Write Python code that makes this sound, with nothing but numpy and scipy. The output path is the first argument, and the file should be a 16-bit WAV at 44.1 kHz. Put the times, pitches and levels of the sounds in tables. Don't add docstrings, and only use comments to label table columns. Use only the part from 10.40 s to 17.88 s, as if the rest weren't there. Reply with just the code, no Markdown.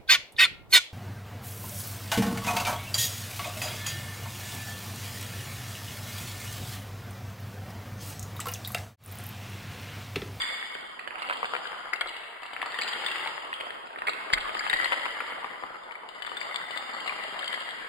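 import sys
import numpy as np
from scipy import signal
from scipy.fft import rfft, irfft, next_fast_len
from scipy.io import wavfile
from scipy.ndimage import uniform_filter1d, minimum_filter1d, map_coordinates

SR = 44100
rng = np.random.default_rng(int(sys.argv[2]) if len(sys.argv) > 2 else 0)


def log_audio(samples):
    frames = np.atleast_2d(samples).T
    limited = np.clip(frames, -1, 1)
    pcm = np.round(limited * 32767).astype(np.int16)
    wavfile.write(sys.argv[1], SR, pcm)


def gain_from_db(level_db):
    decades = np.asarray(level_db, float) / 20
    return 10 ** decades


N = 329868
SLOW_RATE = 12000

# f/Hz, level/dB
THUD_SPECTRUM = [(100, -26.5), (170, -18), (330, -9.5), (660, -2.5), (1250, 1.5), (1600, -4), (2000, -19),
                 (5000, -68)]
# f/Hz, level/dB
CLACK_SPECTRUM = [(1000, -31), (1600, 7.5), (2000, 14), (2200, 10), (2450, -0.5), (3000, -12.5)]
# f/Hz, level/dB
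RING_SPECTRUM = [(1800, -16.5), (2450, -42), (2800, 13), (3500, 7), (4200, -2), (4750, 8), (5000, 11.5)]
# t/s, level/dB
FLOOR_BLOWS = [
    (1.609, -37),
    (3.932, -18),
    (4.333, -30),
]
# t/s, left over right level/dB
FRONT_SIDE = [(.2, 4.5), (.7, -9.5), (1.2, 7.5), (1.9, 6.5), (2.7, 7.5), (3.5, -1.5), (4.2, 7), (5.2, 7),
              (6.4, 10.5)]


def face_slaps():
    # t/s, peak level/dB, low ring f/Hz
    slaps = [(0.0628, -39, 1900), (0.2278, -26, 2100), (0.3525, -25, 1010), (0.5938, -29, 1950),
             (0.6762, -21.5, 820), (0.6878, -46.5, 1000), (0.7083, -26, 1300), (0.7128, -52, 1220),
             (0.757, -24, 1580), (0.7825, -30.5, 1390), (0.7933, -29, 1270), (0.7974, -39, 1400),
             (0.8022, -54, 1300), (0.8213, -20.5, 1460), (0.8897, -22.5, 900), (0.8987, -14, 1400),
             (0.9068, -24, 1310), (0.9105, -15, 1640), (0.9145, -26, 1000), (0.9198, -35, 1030),
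             (0.9268, -17, 1340), (0.9328, -30, 1320), (1.0309, -14, 1200), (1.0453, -17.5, 1420),
             (1.0512, -35, 1170), (1.0554, -22, 1200), (1.1319, -37, 1280), (1.1368, -16, 1380),
             (1.1451, -28.5, 1320), (1.1521, -19, 1300), (1.1655, -21, 1320), (1.1755, -33, 1270),
             (1.2441, -30.5, 1770), (1.2554, -24, 1650), (1.2704, -35.5, 1620), (1.3198, -26, 1300),
             (1.3312, -25.5, 1200), (1.3473, -31, 1270), (1.4039, -46, 900), (1.5318, -21.5, 1400),
             (1.5349, -18.5, 2140), (1.5564, -30.5, 1050), (1.6112, -20, 1500), (1.6149, -17, 2237),
             (1.6599, -24, 1350), (2.0327, -26.5, 1260), (2.0556, -29.5, 820), (2.1332, -28.5, 890),
             (2.1655, -22, 1190), (2.1741, -38, 1020), (2.2184, -20.5, 1970), (2.229, -18.5, 1140),
             (2.2403, -34.5, 1800), (2.2606, -27, 1180), (2.2656, -28.5, 1150), (2.2934, -43.5, 1030),
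             (2.3443, -26, 1930), (2.3887, -23.5, 1900), (2.4157, -29.5, 2230), (2.4201, -24, 2510),
             (2.4693, -29, 2000), (2.4901, -27, 1914), (2.5524, -33, 1990), (2.6007, -28.5, 1410),
                    (2.6391, -23.5, 970), (2.6477, -30.5, 1840), (2.663, -23.5, 2010), (2.6878, -27, 1830),
                    (2.7579, -22.5, 1380), (2.8493, -34, 1890), (2.861, -18.5, 910), (2.8738, -27.5, 2200),
                    (2.8801, -22.5, 1400), (2.9795, -24, 1300), (3.1298, -20, 1930), (3.202, -25, 1550),
                    (3.2097, -22.5, 990), (3.2542, -34, 1250), (3.2699, -24.5, 950), (3.3064, -23, 1010),
                    (4.401, -18, 1880), (4.363, -21, 1884), (4.389, -21, 1980), (3.5607, -26.5, 1290),
                    (4.431, -26, 1990), (3.5868, -24.5, 820), (3.6207, -16, 1180), (3.6543, -30, 1590),
                    (3.6707, -21.5, 2180), (3.6755, -17.5, 1930), (3.6809, -22, 2170), (3.685, -9.5, 1410),
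                    (3.6938, -16, 1301), (3.9028, -19.5, 1290), (3.93, -33, 2180), (3.9357, -7.5, 2130),
                    (3.966, -25, 1280), (3.9753, -18, 1170), (3.979, -19, 1520), (4.0562, -22, 1390),
                    (4.459, -15, 2040), (4.0857, -22, 1230), (4.094, -19, 1190), (4.1444, -29, 1350),
                    (4.152, -18, 1127), (4.17, -25, 1870), (4.1955, -25, 2210), (4.2085, -21.5, 1690),
                    (4.2376, -25.5, 1370), (4.2552, -31, 1940), (4.2668, -16.5, 1260), (4.2755, -25, 1180),
                    (4.2992, -17.5, 2030), (4.3132, -20, 1960), (4.332, -13.5, 1960), (4.3384, -15, 1966),
                    (4.4453, -18.5, 1996), (4.5173, -26, 2020), (4.5223, -13.5, 1460), (4.5277, -22, 1820),
             (4.5317, -15, 2080), (4.541, -19, 1550), (4.6564, -17, 1380), (4.6633, -18.5, 1180),
                  (4.8054, -18.5, 1450), (4.828, -35, 1108), (4.922, -25, 710), (4.9304, -36, 1500),
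                  (5.0303, -32, 1520), (5.0453, -18.5, 1230), (5.1591, -29, 1260), (5.166, -41, 1220),
                  (5.226, -29, 1155), (5.2377, -19.5, 1263), (5.2533, -34, 1410), (5.3056, -33, 620),
                  (5.3486, -30.5, 1530), (5.3576, -31, 1420), (5.5109, -31, 2210), (5.524, -31, 1510),
                  (5.5546, -30.5, 2250), (5.6351, -33, 855), (5.6908, -40, 1170), (5.7195, -41.5, 1260),
                  (5.822, -29.5, 1880), (5.8281, -34, 2010), (5.8498, -24.5, 1040), (5.8687, -29, 1870),
                  (5.877, -25.5, 1320), (5.918, -23, 1210), (5.9705, -30, 1900), (6.0141, -25, 2250),
                  (6.1139, -30, 1200), (6.145, -31, 1830), (6.1605, -27, 2250), (6.2149, -30, 1890),
                  (6.3073, -27.5, 1180), (6.3632, -32, 1130), (6.3667, -28.5, 1220), (6.374, -24, 2090),
                  (6.3883, -34, 1240), (6.5672, -27, 1350), (6.5727, -39.5, 1190), (6.5804, -42, 1200),
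                  (6.6617, -26.5, 1320), (6.6792, -21.5, 2090), (6.6955, -23, 2400), (6.7088, -35, 1200),
                  (6.7184, -32.5, 1210), (6.7244, -24.5, 1286), (6.426, -29.5, 1523), (6.961, -33.5, 1270),
                  (7.03, -28.5, 1770), (7.1311, -28, 1900), (7.14, -28, 1130), (7.144, -25, 2140),
                  (7.2883, -31.5, 1810), (7.3091, -47.5, 2110), (7.318, -31, 1010), (7.3614, -50.5, 2090)]
    # f/Hz, level/dB
    slap_spectrum = [(150, -18), (450, -4), (1200, 0), (2200, -1), (2700, -6), (4300, -28)]
    return knocks(slaps, slap_spectrum, .018, .007,
                  ring_db=0, top_db=-40, focus=2.2, stiff=1.2)


def edge_clicks():
    # t/s, peak level/dB, high ring f/Hz
    clicks = [(0.0199, -17, 3450), (0.0872, -26, 3370), (0.214, -35, 3000), (0.3462, -30, 3210),
              (0.3575, -53, 3130), (0.4085, -35, 3150), (0.5958, -30, 2700), (0.6048, -40.5, 2950),
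              (0.6773, -27.5, 3010), (0.688, -44, 2960), (0.8725, -31.5, 4730), (0.7855, -35.5, 2900),
              (0.7909, -43, 3000), (0.7979, -33, 3520), (0.8225, -29.5, 2930), (0.8278, -25, 2750),
              (0.8898, -34, 3240), (0.8988, -33, 3650), (0.9113, -37, 3080), (0.9287, -33.5, 2860),
              (0.9335, -27.5, 3180), (0.9722, -30, 3306), (1.0308, -44.5, 2910), (1.0567, -30, 3450),
              (1.1319, -36, 3270), (1.1385, -28.5, 3000), (1.1527, -32, 3100), (1.1666, -30.5, 3070),
              (1.2442, -37.5, 3490), (1.2578, -30.5, 3060), (1.273, -26, 3080), (1.5358, -23, 5040),
              (1.5598, -28, 2750), (1.6107, -17.5, 3310), (1.6738, -27, 4060), (1.6858, -29, 3070),
              (1.6928, -27, 2970), (1.7405, -34.5, 2660), (1.7669, -31, 2880), (1.8368, -33, 2740),
              (1.8826, -42, 2760), (2.021, -38, 3120), (2.0331, -35, 2730), (2.057, -37, 2830),
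              (2.0641, -35, 2830), (2.1351, -32, 3030), (1.0432, -47.5, 4980), (2.218, -30.5, 3550),
              (2.2282, -31, 2880), (2.2617, -31, 4460), (2.3213, -31.5, 2640), (2.3444, -31.5, 3680),
              (2.3888, -22.5, 3230), (2.414, -18, 4750), (2.4209, -24, 4100), (2.4304, -45, 4470),
              (2.4346, -21.5, 4100), (2.4449, -29, 2870), (2.4787, -22, 2820), (2.4836, -26, 4920),
              (2.486, -26.5, 3060), (2.5294, -31, 3410), (2.534, -22.5, 3320), (2.5993, -38, 2880),
                     (2.646, -27, 2850), (2.6642, -19, 3580), (2.684, -24, 2740), (2.716, -27, 2750),
                     (2.7595, -31.5, 3510), (2.766, -53.5, 3230), (2.8317, -39, 2760), (2.852, -30.5, 2970),
                     (2.8742, -23, 2920), (2.9086, -39, 2750), (3.028, -49, 2900), (3.1396, -24.5, 3232),
                     (3.2044, -31, 3140), (3.2099, -26, 3276), (3.2553, -36.5, 3120), (3.3063, -32.5, 3280),
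                     (3.471, -35.5, 2670), (3.5317, -38, 2560), (3.5616, -45.5, 3240), (3.5887, -31, 2800),
                     (3.6207, -53, 3100), (3.6722, -21, 3330), (3.6797, -28, 2600), (3.684, -29, 3100),
                     (3.6952, -19.5, 2790), (3.7038, -30, 2770), (3.728, -43, 2780), (3.7347, -23, 2660),
                     (3.9036, -47, 2770), (3.9291, -18, 3250), (3.9351, -8, 4940), (3.9393, -12, 3260),
                     (3.983, -23.5, 2730), (4.0048, -25.5, 3250), (4.011, -23, 3060), (4.0784, -31, 3200),
                     (4.1476, -26, 2950), (4.1728, -30.5, 4940), (4.193, -19.5, 4810), (4.2532, -33, 2780),
                     (4.277, -27, 3060), (4.2985, -16, 3750), (4.3297, -22.5, 3020), (4.337, -19.5, 3810),
                     (4.3706, -26.5, 3840), (4.4127, -26, 3170), (4.4444, -14.5, 4310), (4.46, -33.5, 2990),
                     (4.5177, -33, 3300), (4.5227, -27, 3010), (4.5294, -22.5, 3090), (4.5486, -32, 2860),
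                     (4.5964, -28.5, 3220), (4.6185, -24.5, 3030), (4.634, -32, 3250), (4.657, -26.5, 2870),
              (4.7236, -35.5, 3080), (4.807, -35, 2970), (4.816, -51, 2910), (4.8665, -36, 2970),
                   (4.876, -45, 3050), (4.9317, -42, 3100), (5.047, -38, 3600), (5.3044, -52, 2910),
                   (5.4366, -41.5, 3550), (6.6466, -33, 4600), (5.5213, -36, 3010), (5.69, -30.5, 2990),
                   (6.514, -41, 4700), (5.7038, -45, 2990), (5.7487, -42, 2940), (5.757, -42.5, 2960),
                   (5.8226, -26, 3050), (5.8245, -41, 3050), (5.8516, -36, 2960), (5.8653, -29.5, 3570),
                   (5.8957, -33.5, 3040), (5.9192, -39, 2990), (5.9703, -24.5, 3590), (5.9738, -47, 3590),
                   (5.9987, -37, 3590), (6.0061, -30, 4710), (6.0157, -39, 3600), (6.028, -34, 3610),
                   (6.1445, -26.5, 3590), (6.1602, -18, 3600), (6.31, -28, 3000), (6.3307, -45, 2900),
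                   (6.361, -30.5, 3600), (6.37, -31, 3010), (6.3753, -22, 3600), (6.5357, -31, 4570),
                   (6.5461, -33, 4444), (6.605, -28, 3170), (6.6664, -29, 2850), (6.677, -26, 2820),
                   (6.682, -27.5, 2860), (6.8214, -35, 2830), (6.8384, -28, 2850), (6.8685, -40, 2850),
                   (6.9927, -22.5, 3190), (7.0236, -29.5, 3670), (7.028, -34.5, 3140), (7.0445, -28, 3210),
                   (7.058, -31.5, 3190), (7.0613, -31, 3180), (7.0792, -22, 3190), (7.1291, -23, 3130),
                   (7.1417, -28, 3360), (7.1468, -28.5, 3330), (7.1993, -43, 3180), (7.207, -25.5, 2890),
                   (7.2203, -31, 2870), (7.2905, -31, 3260), (7.3088, -31.5, 3360), (7.319, -46, 3110)]
    # f/Hz, level/dB
    snap_spectrum = [(2000, -23), (2600, -2), (3500, 2), (4200, -2.5), (4750, -1.5), (5200, -15.5),
                     (6000, -19.5)]
    return knocks(clicks, snap_spectrum, .028, .006,
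                  ring_db=-6, top_db=-14, focus=2.5, stiff=0)


def knocks(rows, spectrum, ring_t60, slap_t60, ring_db, top_db, focus, stiff):
    stiff_hz, thin_hz = 2000, 1200
    shared_mode_hz = 4730
    lead = 200
    s, db, ring_hz = np.transpose(rows)
    t = np.arange(1200) / SR
    draw = rng.standard_normal((len(s), 3)).T
    pan = np.interp(s, *np.transpose(FRONT_SIDE)) + 1.5 * draw[0]

    stiffness = (ring_hz / stiff_hz) ** stiff
    t60 = ring_t60 * stiffness * np.exp(.15 * draw[1])
    ring = ringing(ring_hz, t60[:, None], t, .0004)
    top = ringing(shared_mode_hz + 0 * s, .025, t, .0004)
    ring += gain_from_db(top_db + 3 * draw[2])[:, None] * top

    burst = gain_from_db(-60 * t / slap_t60) * rng.standard_normal((len(s), len(t)))
    burst[:, 0] = 5
    hz = np.fft.rfftfreq(len(t), 1 / SR)
    below = np.log2(ring_hz[:, None] / (hz + 1))
    slope = focus * np.where(below > 0, (ring_hz[:, None] / thin_hz) ** 2, 1)
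    rattle = irfft(rfft(burst) * gain_from_db(along(spectrum, hz) - slope * np.abs(below)), len(t))
    rattle /= np.abs(rattle).max(axis=1, keepdims=True)

    blow = gain_from_db(ring_db) * stiffness[:, None] * ring + rattle
    blow = np.roll(blow, lead, axis=1)
    blow *= gain_from_db(db)[:, None] / np.abs(blow).max(axis=1, keepdims=True)
    crest = uniform_filter1d(blow ** 2, size=50, axis=1).argmax(axis=1)
    return placed(s - crest / SR, np.array([blow, blow]), pan)


def ringing(hz, t60, t, attack):
    return np.sin(2 * np.pi * hz[:, None] * t) * gain_from_db(-60 * t / t60) * (1 - np.exp(-t / attack))


def placed(s, shapes, pan_db):
    # t/s, lag/samples
    left_lag = [(.2, 31), (.8, 15), (1.2, 6), (2.7, -3), (3.3, 21), (4.2, 23), (4.8, 0), (5.2, -10),
                (7.4, -9)]
    lag = np.interp(s, *np.transpose(left_lag)) / 2
    out = []
    for side, shape in zip((1, -1), shapes):
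        start = np.round(s * SR + side * lag).astype(int)
        at = start[:, None] + np.arange(shapes.shape[-1])
        sized = shape * gain_from_db(side * pan_db / 2)[:, None]
        out.append(np.bincount(np.clip(at, 0, N).ravel(), sized.ravel(), N + 1)[:N])
    return np.array(out)


def clatter(per_second=220):
    draw = rng.random((int(per_second * N / SR), 4))
    s = draw[:, 0] * N / SR
    t = np.arange(500) / SR
    burst = gain_from_db(-60 * t / (0.003 + 0.0099 * draw[:, 1:2])) * rng.standard_normal((len(draw), len(t)))
    burst *= gain_from_db(-2.5 * np.log(draw[:, 2] + 0.08))[:, None]
    pan = np.interp(s, *np.transpose(FRONT_SIDE)) / 2 + 6 * (draw[:, 3] - .5)
    ticks = placed(s, np.array([burst, burst]), pan)

    thud_db, clack_db, ring_db = front()
    thud = gain_from_db(thud_db - 4.0) * unit(coloured(ticks, THUD_SPECTRUM))
    clack = gain_from_db(clack_db - 8) * unit(singing(coloured(ticks, CLACK_SPECTRUM), 120, 2))
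    ring = gain_from_db(ring_db - 5.5) * unit(singing(coloured(ticks, RING_SPECTRUM), 110, 1.3))
    return thud + clack + ring


def front():
    # t/s, strength level/dB, block-on-block level/dB, edge-on level/dB
    falling_front = [(0.0, -44, 8.5, 10.5), (0.5, -46, -5, 4), (0.69, -48, -20.5, -2.5),
                     (0.83, -42.5, 2.5, 2), (1.1, -42, 0, 7), (1.85, -48, 6.5, -0.5), (2.1, -49, 5.5, -3.5),
                     (2.39, -41, 5, 4.5), (2.73, -41, 10, 10.5), (3.4, -45, -6, -2.5),
                     (3.6, -44.5, -18, -3.5), (3.79, -40.5, -15.5, -0.5), (4.44, -39.5, 12, 9.5),
                     (5.65, -47.5, -1, -3.5), (5.89, -47.5, 8, 5.5), (6.04, -42.5, 6, 2.5),
                     (6.85, -42.5, 9, 7), (7.48, -45, 11.5, 3)]
    strength_db, block_db, edge_db = curves(falling_front)
    return strength_db, strength_db - 7 + block_db, strength_db - 6.5 + edge_db


def singing(x, width_hz, lift_db):
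    # f/Hz, level/dB
    block_modes = [(1250, 8), (2000, -1.5), (2170, -2), (2790, 0), (3030, 5), (3230, 7.5), (3580, -2),
                   (4150, 7), (4730, -22)]

    def response(f):
        total = 1
        for c, db in block_modes:
            damping = 1j * f * width_hz
            total = total + gain_from_db(db + lift_db) * damping / (c * c - f * f + damping)
        return total
    return filtered(x, response)


def thumps():
    s, db = np.transpose(FLOOR_BLOWS)
    t = np.arange(SR // 6) / SR
    push = 0
    for hz, level, t60 in [(30, -18, 0.3), (75, -27, 0.13), (142, 1.5, 0.012)]:  # Hz, dB, s
        push = push + gain_from_db(level) * ringing(np.full(len(s), hz), t60, t, 0.00025)
    return placed(s, gain_from_db(db)[:, None] * np.array([push, -.6 * push]), 0 * s)


def walls(x):
    # f/Hz, t60/s
    near_decay = [(300, 0.064), (2000, 0.04), (5000, 0.055)]
    out, step = np.zeros((2, N + SR)), SR // 3
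    delay = 90
    for at in range(0, N, step):
        tail = decaying(near_decay, SR // 4, 128)
        wet = signal.fftconvolve(x[at:at + step][None], tail, axes=1)
        out[:, at + delay:at + delay + wet.shape[1]] += wet
    return out[:, :N]


def hall(x):
    # f/Hz, level/dB
    earlier_modes = [(1930, -17.5), (2180, -15.5), (3480, -14), (4730, -18)]
    # f/Hz, t60/s
    room_decay = [(500, 0.81), (2000, 1.94), (5000, 0.91)]
    mode_hz, mode_db = np.transpose(earlier_modes)
    before = gain_from_db(mode_db) @ ringing(mode_hz, 0.037, np.arange(SR // 10) / SR, 0.000082)
    heard = np.pad(x, (600, 0))[:N] + gain_from_db(-1) * np.pad(before, (0, N - len(before)))
    return signal.fftconvolve(heard[None], decaying(room_decay, SR, 256), axes=1)[:, :N]


def decaying(t60_points, length, window):
    hz, t, z = signal.stft(rng.standard_normal((2, length)), SR, nperseg=window)
    fade = gain_from_db(-60 * t / along(t60_points, hz)[:, None])
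    tail = signal.istft(z * fade, SR, nperseg=window)[1]
    return tail / np.linalg.norm(tail[0])


def echo():
    # f/Hz, level/dB
    rumble_spectrum = [(12, -15), (28, 19), (60, -4), (120, -15), (200, -55)]
    recede_s = 7.4
    thud_db, clack_db, ring_db = front()
    thud = gain_from_db(thud_db - 0.5) * rush(THUD_SPECTRUM, 0.017, patchy_db=3.5) * gain_from_db([[.3], [-.3]])

    clack = rush(CLACK_SPECTRUM, 0.014, patchy_db=3.5)
    receded = filtered(clack, lambda f: 1 - 0.56 / (1 + ((f - 2000) / 250) ** 2))
    clack = np.where(np.arange(N) < recede_s * SR, unit(singing(clack, 40, 0)), unit(receded))
    clack = gain_from_db(clack_db) * clack * gain_from_db([[1.6], [-1.6]])

    ring = unit(singing(rush(RING_SPECTRUM, 0.031, patchy_db=2.5), 22, 0.23))
    ring = gain_from_db(ring_db + 9.0) * ring * gain_from_db([[.7], [-.7]])
    rumble = gain_from_db(10.0) * shaking() * rush(rumble_spectrum, 0.17, patchy_db=1.5) * [[1], [-1]]
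    return thud + clack + ring + rumble


def rush(spectrum, alike, patchy_db):
    z = signal.stft(rng.standard_normal((3, N)), nperseg=512)[2]
    field = uniform_filter1d(rng.standard_normal(z.shape[1:]), size=3, axis=0)
    field = uniform_filter1d(field, size=6, axis=1)
    both, *own = signal.istft(z * gain_from_db(patchy_db * unit(field)), nperseg=512)[1][:, :N]
    mixed = np.sqrt(alike) * both + np.sqrt(1 - alike) * np.array(own)
    return unit(coloured(mixed, spectrum))


def shaking():
    t = np.arange(N) / SR
    level = gain_from_db(-85) + gain_from_db(-60 - 60 * t / 0.5)
    for s, db in FLOOR_BLOWS:
        level = level + (t >= s) * gain_from_db(db - 39 - 60 * np.abs(t - s) / 1.0)
    return level


def unit(x):
    return x / np.sqrt(np.mean(x ** 2) + 1e-20)


def along(points, hz):
    f, v = np.transpose(points)
    return np.interp(np.log(hz + 1), np.log(f + 1), v)


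def curves(rows):
    s, *cols = np.transpose(rows)
    return [np.interp(np.arange(N) / SR, s, c) for c in cols]


def filtered(x, response):
    m = next_fast_len(N + SR // 2)
    return irfft(rfft(x, m) * response(np.fft.rfftfreq(m, 1 / SR)), m)[..., :N]


def coloured(x, spectrum):
    return filtered(x, lambda hz: gain_from_db(along(spectrum, hz)))


def limited(x, top=.8):
    need = np.minimum(1, top / (np.abs(x).max(axis=0) + 1e-9))
    return x * uniform_filter1d(minimum_filter1d(need, size=177), size=89)


def scene():
    edge_hz = 5000
    faces, edges, light = face_slaps(), edge_clicks(), clatter()
    blows = gain_from_db(2.2) * faces + gain_from_db(3) * edges
    to_room = limited(gain_from_db(2.0) * faces + gain_from_db(5) * edges, .12).mean(axis=0)
    bed = light + echo() + gain_from_db(-0.5) * hall(to_room) + gain_from_db(-2.5) * walls((blows + light).mean(axis=0))

    def blow_band(hz):
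        above = gain_from_db(-1.0 - (hz - edge_hz) / 40) * (hz < SLOW_RATE / 2)
        return np.where(hz < edge_hz, 1, above) / (1 + (300 / (hz + 1)) ** 3)
    return filtered(blows, blow_band) + filtered(bed, lambda hz: hz < edge_hz) + thumps()


def thinned(x):
    # f/Hz, level below the loudness/dB
    faintest = [(4900, -71), (5250, -41), (6700, -34), (7100, -50), (10200, -46), (10800, -40),
                (11300, -27), (12700, -30), (13200, -46), (13900, -50), (15300, -48), (15600, -33),
                (16200, -14)]
    hz, _, z = signal.stft(x, SR, nperseg=1024)
    power = np.abs(z) ** 2
    band = uniform_filter1d(power, size=9, axis=1)
    loud = uniform_filter1d(power.sum(axis=1, keepdims=True), size=25, axis=2) / 100
    floor = loud * gain_from_db(2 * along(faintest, hz))[:, None]
    keep = np.clip(4 * (band / floor - 1), 0, 1)
    return signal.istft(z * keep, SR, nperseg=1024)[1][:, :N]


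def band_limit(x):
    return signal.sosfilt(signal.butter(12, 16510, fs=SR, output="sos"), x)


def record(dry):
    kept = np.arange(0, N, SR / SLOW_RATE)
    sparse = [map_coordinates(ch, [kept]) for ch in limited(dry)]
    lines = np.array([np.interp(np.arange(N), kept, ch) for ch in sparse])
    mix = filtered(thinned(gain_from_db(0.5) * lines), lambda hz: hz < 16300)
    return band_limit(mix)


dry = scene()
out = record(dry)
log_audio(out)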